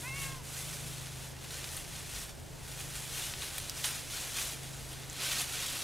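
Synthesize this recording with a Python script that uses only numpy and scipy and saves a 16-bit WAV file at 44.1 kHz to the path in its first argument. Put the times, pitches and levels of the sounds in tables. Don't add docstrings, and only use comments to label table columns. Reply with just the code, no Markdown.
import sys
import numpy as np
from scipy import signal
from scipy.fft import rfft, irfft
from scipy.io import wavfile
from scipy.ndimage import uniform_filter1d

SR = 44100
rng = np.random.default_rng(int(sys.argv[2]) if len(sys.argv) > 2 else 0)


def log_audio(samples):
    frames = np.atleast_2d(samples).T
    limited = np.clip(frames, -1, 1)
    pcm = np.round(limited * 32767).astype(np.int16)
    wavfile.write(sys.argv[1], SR, pcm)


def amplitude_ratio(level_db):
    exponent = np.asarray(level_db, float) / 20
    return 10 ** exponent


N = 257103
T = np.arange(N) / SR

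# hz, level_db_per_hz
AIR_SPECTRUM = [(100, -3), (170, 2.5), (205, -1.5), (663, -2), (1310, -8), (1520, -5.5), (2690, -8.5),
                (5110, -10), (8200, -13.5), (10300, -19.5), (15600, -22)]
HISS_SPECTRUM = [(200, -42), (500, -10.5), (800, -1.0)] + AIR_SPECTRUM[4:]
# hz, level_db_per_hz
WASH_SPECTRUM = [(100, -17), (180, 0), (450, -1.5), (700, -5), (1200, -45), (3000, -60)]
RUMBLE_SPECTRUM = [(12, -24), (25, 5.5), (60, 0.5), (130, 2.0), (180, -26), (300, -61)]
# peak_s, extra_db, length_s
WASH_SWELLS = [
    (.12, 2, 0.27),
    (0.757, 3, 0.17),
    (1.72, 1.5, 0.38),
    (3.425, 3, .07),
    (5.2, 1.2, 1),
]
# hz, level_db_per_hz
APART_SPECTRUM = [(12, -39), (20, -13), (65, -2.5), (240, -3.5), (340, -5.5), (800, -13), (1300, -20.5),
                  (2500, -33.5), (5000, -43.5), (16000, -41)]
# peak_s, level_db, length_s
GUSTS = [
    (0.25, -50, .09),
    (0.681, -55, .04),
    (0.9, -57, 0.077),
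    (3.4, -63, .05),
    (5.75, -53, 0.06),
]
PUFF_SPECTRUM = [(10, -18), (25, -10), (60, -10), (120, -36), (300, -63)]  # hz, level_db_per_hz
HISS_DB, WASH_DB, RUMBLE_DB, APART_DB = -54.5, -57, -56, -55

# start_s, firing_rate_hz, loudness_db
ENGINE = [(0, 25.53, -51), (.18, 26.2, -45.5), (.45, 26.36, -52.5), (.89, 26.1, -47), (1.64, 26.16, -54),
          (1.88, 26.85, -56.5), (2.32, 26.18, -59), (2.94, 26.5, -49), (3.46, 26.4, -57.5),
          (3.9, 26.2, -52), (4.17, 26.35, -59.5), (4.71, 26.5, -48), (5.1, 26.5, -53), (5.38, 26.1, -51.5),
          (5.83, 26.1, -59)]
# order, relative_db, share_of_wavering, own_flutter_db, fade_db_per_s
ENGINE_ORDERS = [
    (5, 0, 0.84, .6, 0),
    (6, -2.5, 0.5, 2, -1.36),
    (3, -3.5, .3, 2.5, -1),
    (2, -8.5, .3, 4, 0.28),
]

# start_s, pitch_hz, effort_db, mouth_resonance_hz, mouth_gain_db
MEW = [
    (.02, 472, -56, 2000, -4),
    (.038, 476, -51.5, 2120, 0),
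    (.09, 537, -55, 2380, 12),
    (.107, 525.6, -54.5, 2310, 12),
    (.175, 559, -53.5, 2370, 9),
    (.24, 543, -55, 2380, 6),
    (.33, 536, -51.5, 1900, -5.5),
    (.398, 506, -58, 1900, -22),
    (.436, 413, -59, 1900, -26),
]
THROAT_HZ, THROAT_WIDTH_HZ, MOUTH_WIDTH_HZ = 980, 500, 1460
MOUTH_SHARPEN = 0.95
CHEST_DB = -12

# start_s, peak_db, pitch_hz
STRAW_TICKS = [(0.3247, -29.5, 4360), (0.579, -34, 7300), (1.0694, -27, 3970), (1.3671, -34, 3400),
               (1.5433, -25, 6600), (1.5701, -27, 6500), (1.643, -22.5, 4200), (1.849, -31, 5000),
               (2.0069, -30, 3500), (2.095, -32, 5000), (2.217, -28, 6000), (2.3988, -35, 7990),
               (2.6826, -34, 7700), (3.338, -19.5, 4200), (3.5349, -28, 4700), (3.8390, -31, 4970),
               (3.8515, -20, 7000), (4.1014, -29, 4200), (5.035, -31, 4110), (5.13, -27, 8500)]
STRAW_RING_MS, STRAW_KNOCK_DB = 0.098, -20.5
# start_s, peak_db, pitch_hz, ring_ms, low_knock_db
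TWIGS = [(1.768, -24.5, 9600, .4, -20), (1.775, -30, 4000, .4, -15), (2.1630, -29, 4000, .46, -6),
         (2.805, -30, 3230, 0.68, -8), (2.9530, -34, 3930, .6, -17), (3.2450, -32, 3970, .89, -16),
         (3.4225, -24, 3560, 0.55, -13), (3.581, -24, 9500, 0.31, -5), (3.5823, -23.5, 9800, .4, -9),
         (3.583, -25, 13500, .4, -20), (3.5832, -24.5, 3500, 0.46, -9), (3.6966, -21.5, 5100, .5, -30),
         (3.6967, -27, 8040, .3, -34), (3.6965, -27, 13000, .25, -30), (3.8426, -20.5, 3300, .8, -11),
         (3.8453, -13.5, 6500, 0.12, -11.5), (3.856, -25, 9400, 1.5, -12), (4.3690, -31, 3830, 0.94, 3),
         (4.3870, -23, 6000, 0.45, 7), (4.8910, -34, 8200, .52, -20), (4.9300, -34, 10000, .5, -22),
         (5.0986, -29, 7050, 0.56, -20), (5.417, -25, 9900, 1.0, -20)]

LAYER_HZ = [
    1890,
    4200,
    7780,
    13300,
]
# hz, level_db
LITTER_COLOUR = [(500, -25), (900, -21), (1500, -14), (2500, -10.5), (3800, -8), (5000, -12.5), (6300, -7),
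                 (7600, -9.5), (10000, -3.5), (12500, -6), (15000, -20)]
# start_s, extra_db, fade_s
CLAW_ONSETS = [(0.44, 3, .02), (1.505, 4, .04), (2.715, 4, .015), (2.80, 3, .015), (2.953, 3, .02),
               (3.415, 3, .025), (3.62, 3, .012), (3.765, 3, .02), (4.10, 2.5, .03), (4.366, 2.5, .02),
               (4.632, 3, .02), (5.523, 3, .015), (5.31, 3, .025), (5.405, 2.5, .02)]
# peak_s, effort_db, rise_s, fall_s, fine_straw_db
FLOCK = [(0, -52.5, .1, 0.26, 5.5), (.13, -58, .1, .1, -2), (.23, -45.5, 0.089, 0.1, 2.5),
         (.36, -54, 0.058, 0.046, 0), (.47, -57, .025, 0.073, 4.5), (.57, -47.5, 0.11, 0.32, 3.5),
         (.74, -50.5, 0.092, 0.098, 0.5), (.9, -51, 0.14, 0.35, 1.5), (1.06, -53.5, 0.16, 0.11, -1),
         (1.23, -53.5, 0.088, 0.09, 3.5), (1.45, -51.5, 0.066, 0.049, 0), (1.55, -48, 0.083, 0.32, -0.5),
         (1.77, -51.5, 0.17, 0.075, 8.5), (1.96, -49, 0.12, 0.15, 0.5), (2.17, -47, 0.12, 0.094, 2),
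         (2.23, -51, .05, 0.04, 4), (2.295, -52.5, .03, 0.027, -0.5)]
# peak_s, effort_db, rise_s, fall_s, fine_straw_db
PAIR = [(2.7, -53.5, .12, 0.096, 2.5), (2.8, -50.5, 0.08, 0.21, 3), (2.96, -48.5, 0.075, 0.43, 1),
        (3.16, -47, 0.061, 0.11, 2.5), (3.25, -43, 0.17, 0.11, 0), (3.44, -45.5, 0.1, .12, 0.5),
        (3.56, -47, 0.055, .15, 2.5), (3.68, -47, .07, 0.086, -3.5), (3.8, -47, 0.092, 0.14, 2),
        (3.849, -37, 0.017, 0.039, 1), (3.89, -42.5, 0.022, 0.18, 1), (4.16, -44.5, 0.091, 0.36, 1.2),
        (4.4, -40.5, 0.075, 0.12, 1.8), (4.51, -51, 0.091, 0.052, 4)]
# peak_s, effort_db, rise_s, fall_s, fine_straw_db
NEAREST = [
    (4.65, -53, 0.084, .1, -1),
    (4.8, -53, 0.23, .2, 1.5),
    (4.92, -52, 0.066, 0.064, 0.5),
    (5.0, -53.5, .1, .15, -1.5),
    (5.17, -49.5, 0.12, 0.042, -1),
    (5.235, -36.5, 0.056, 0.11, -4),
    (5.32, -39.5, 0.098, 0.055, -2),
    (5.39, -38, 0.056, 0.065, 0),
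    (5.64, -40, 0.28, 0.24, -1.5),
    (5.83, -44, 0.16, .2, 0),
]
STROKE_BEND = 1.42
REST_DB, REST_STRAW_DB = -66, 7.5
USUAL_DB = -50
COARSE_DB, COARSE_PER_DB, COARSE_PER_STRAW = -3, -0.1, 0.24
DUST_DB, DUST_PER_DB, DUST_PER_STRAW = -7.5, 0.05, 0.97


def evened(x):
    return x / np.sqrt(np.mean(x ** 2) + 1e-20)


def read(points, hz):
    f, value = np.transpose(points)
    return np.interp(np.log(hz + 1), np.log(f + 1), value)


def columns(rows, t):
    s, *values = np.transpose(rows)
    return [np.interp(t, s, v) for v in values]


def drift(seconds):
    size = max(int(seconds * SR), 1)
    once = uniform_filter1d(rng.standard_normal(N), size)
    return evened(uniform_filter1d(once, size))


def coloured(points):
    hz = np.fft.rfftfreq(N, 1 / SR)
    spectrum = rfft(rng.standard_normal(N)) * amplitude_ratio(read(points, hz))
    return evened(irfft(spectrum, N))


def swell(peak_s, length_s):
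    return np.exp(-((T - peak_s) / length_s) ** 2)


def harmonics(hz, levels, orders, jitter):
    turns = np.cumsum(hz * (1 + jitter[:len(hz)])) / SR
    out = 0
    for k, db in zip(orders, levels):
        out = out + np.sqrt(2) * amplitude_ratio(db) * np.sin(2 * np.pi * (k * turns + rng.random()))
    return out


def click(hz, ring_s, grit):
    t = np.arange(300) / SR
    wobble = np.cumsum(rng.standard_normal(300)) * grit
    attack = 1 - np.exp(-t * hz * 5.3)
    return np.sin(2 * np.pi * hz * t + wobble) * np.exp(-t / ring_s) * attack


def trees(x, t60, db, count=8):
    t = np.arange(SR // 5) / SR
    turn = (T * 40).astype(int) % count
    out = x.copy()
    for k in range(count):
        tail = rng.standard_normal(len(t)) * amplitude_ratio(-60 * t / t60) * (t > .001)
        out += amplitude_ratio(db) * signal.oaconvolve(x * (turn == k), tail / np.linalg.norm(tail))[:N]
    return out


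def air():
    wash_db = WASH_DB + sum(db * swell(s, length) for s, db, length in WASH_SWELLS)
    common = amplitude_ratio(HISS_DB + 0.5 * drift(0.21)) * coloured(HISS_SPECTRUM)
    common += amplitude_ratio(wash_db) * coloured(WASH_SPECTRUM)
    common += amplitude_ratio(RUMBLE_DB + 2.0 * drift(0.42)) * coloured(RUMBLE_SPECTRUM)
    puffs = sum(amplitude_ratio(db) * swell(s, length) for s, db, length in GUSTS)
    apart = amplitude_ratio(APART_DB) * coloured(APART_SPECTRUM) + puffs * coloured(PUFF_SPECTRUM)
    return np.array([common + apart, common - apart])


def engine():
    hz, loud = columns(ENGINE, T)
    wavering = loud - loud.mean()
    levels = []
    for _, db, share, flutter_db, fade_db in ENGINE_ORDERS:
        levels.append(loud.mean() + db + share * wavering + flutter_db * drift(0.076) + fade_db * T)
    orders = [row[0] for row in ENGINE_ORDERS]
    hum = harmonics(hz, levels, orders, .002 * drift(.1))
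    fourth = np.sin(2 * np.pi * 4 * np.cumsum(hz) / SR)
    hum = hum + amplitude_ratio(-63.0 + 1.2 * drift(0.24)) * fourth
    return np.array([hum * amplitude_ratio(0.4), np.roll(hum, 24) * amplitude_ratio(-0.1)])


def cat():
    start, end = round(MEW[0][0] * SR), round(MEW[-1][0] * SR)
    t = T[start:end]
    hz, effort, mouth_hz, mouth_db = columns(MEW, t)
    partial = np.arange(1, 6)[:, None] * hz
    throat = amplitude_ratio(-10 * ((partial - THROAT_HZ) / THROAT_WIDTH_HZ) ** 2)
    mouth_width = MOUTH_WIDTH_HZ * amplitude_ratio(-MOUTH_SHARPEN * np.maximum(mouth_db, 0))
    mouth = amplitude_ratio(mouth_db - 10 * ((partial - mouth_hz) / mouth_width) ** 2)
    levels = effort + 10 * np.log10(throat ** 2 + mouth ** 2)
    levels[0] = effort + CHEST_DB
    voice = harmonics(hz, levels, range(1, 6), 0.0044 * drift(0.0091))
    voice = voice * signal.windows.tukey(len(t), .08)
    out = np.zeros(N)
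    out[start:end] = voice * amplitude_ratio(1.1 * drift(0.01)[:len(t)])
    return out


def snaps():
    out = np.zeros(N + 300)
    stems = [(*tick, STRAW_RING_MS, STRAW_KNOCK_DB) for tick in STRAW_TICKS]
    for s, db, hz, ring_ms, knock_db in list(TWIGS) + stems:
        ring = click(hz, ring_ms / 1000, grit=.2)
        sound = ring + amplitude_ratio(knock_db) * click(2600, .0005, grit=.1)
        out[round(s * SR):][:300] += amplitude_ratio(db) * sound / abs(sound).max()
    no_bass = signal.butter(2, 800, "high", fs=SR, output="sos")
    return trees(signal.sosfilt(no_bass, out[:N]), t60=0.041, db=-5, count=4)


def strokes():
    t = T[::40]
    power = amplitude_ratio(2 * REST_DB) + 0 * t
    straw = power * REST_STRAW_DB
    for s, db, rise, fall, straw_db in list(FLOCK) + list(PAIR) + list(NEAREST):
        away = abs(t - s) / np.where(t < s, rise, fall)
        stroke = amplitude_ratio(2 * (db - 10 * away ** STROKE_BEND))
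        power = power + stroke
        straw = straw + stroke * straw_db
    effort = np.interp(T, t, 10 * np.log10(power))
    straw = np.interp(T, t, straw / power)
    more = effort - USUAL_DB
    coarse = COARSE_DB + COARSE_PER_DB * more + COARSE_PER_STRAW * straw
    dust = DUST_DB + DUST_PER_DB * more + DUST_PER_STRAW * straw
    return effort, coarse, straw, dust


def litter(count=34):
    effort, coarse, straw, dust = strokes()
    clumps_db = .8 * drift(.003) + .4 * drift(.008)
    for s, db, fade in CLAW_ONSETS:
        clumps_db += db * (T > s) * np.exp(-abs(T - s) / fade)
    layers = np.array([coarse, 0 * effort, straw, dust])
    out = np.zeros(N)
    for hz in np.geomspace(500, 15600, count):
        place = np.interp(np.log(hz), np.log(LAYER_HZ), range(4))
        share = np.clip(1 - abs(place - np.arange(4)), 0, 1)
        at = np.flatnonzero(rng.random(N) < .35 * hz / SR)
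        big = rng.exponential(1, N)[at]
        sign = np.sign(np.sin(1e6 * big))
        train = np.zeros(N)
        train[at] = sign * amplitude_ratio(2.03 * np.minimum(big, 4.6))
        train = evened(train)
        level_db = effort + clumps_db + share @ layers
        train[at] *= amplitude_ratio(level_db[at] + read(LITTER_COLOUR, hz))
        grain = click(hz, 1.86 / hz, grit=0)
        out += signal.oaconvolve(train, grain / np.linalg.norm(grain))[:N]
    return trees(out, t60=0.081, db=-6.5)


def scene():
    background = air() + engine() + cat()
    near = litter() + snaps()
    lean = amplitude_ratio(-29) * drift(0.033) * near
    return background + np.array([near + lean, near - lean])


def band_limit(x):
    return signal.sosfilt(signal.butter(12, 15740, fs=SR, output="sos"), x)


def record(dry):
    lowpass = signal.firwin(301, 15850, window=("kaiser", 8), fs=SR)
    limited = signal.oaconvolve(dry, lowpass[None], "same")
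    return band_limit(limited)


dry = scene()
out = record(dry)
log_audio(out)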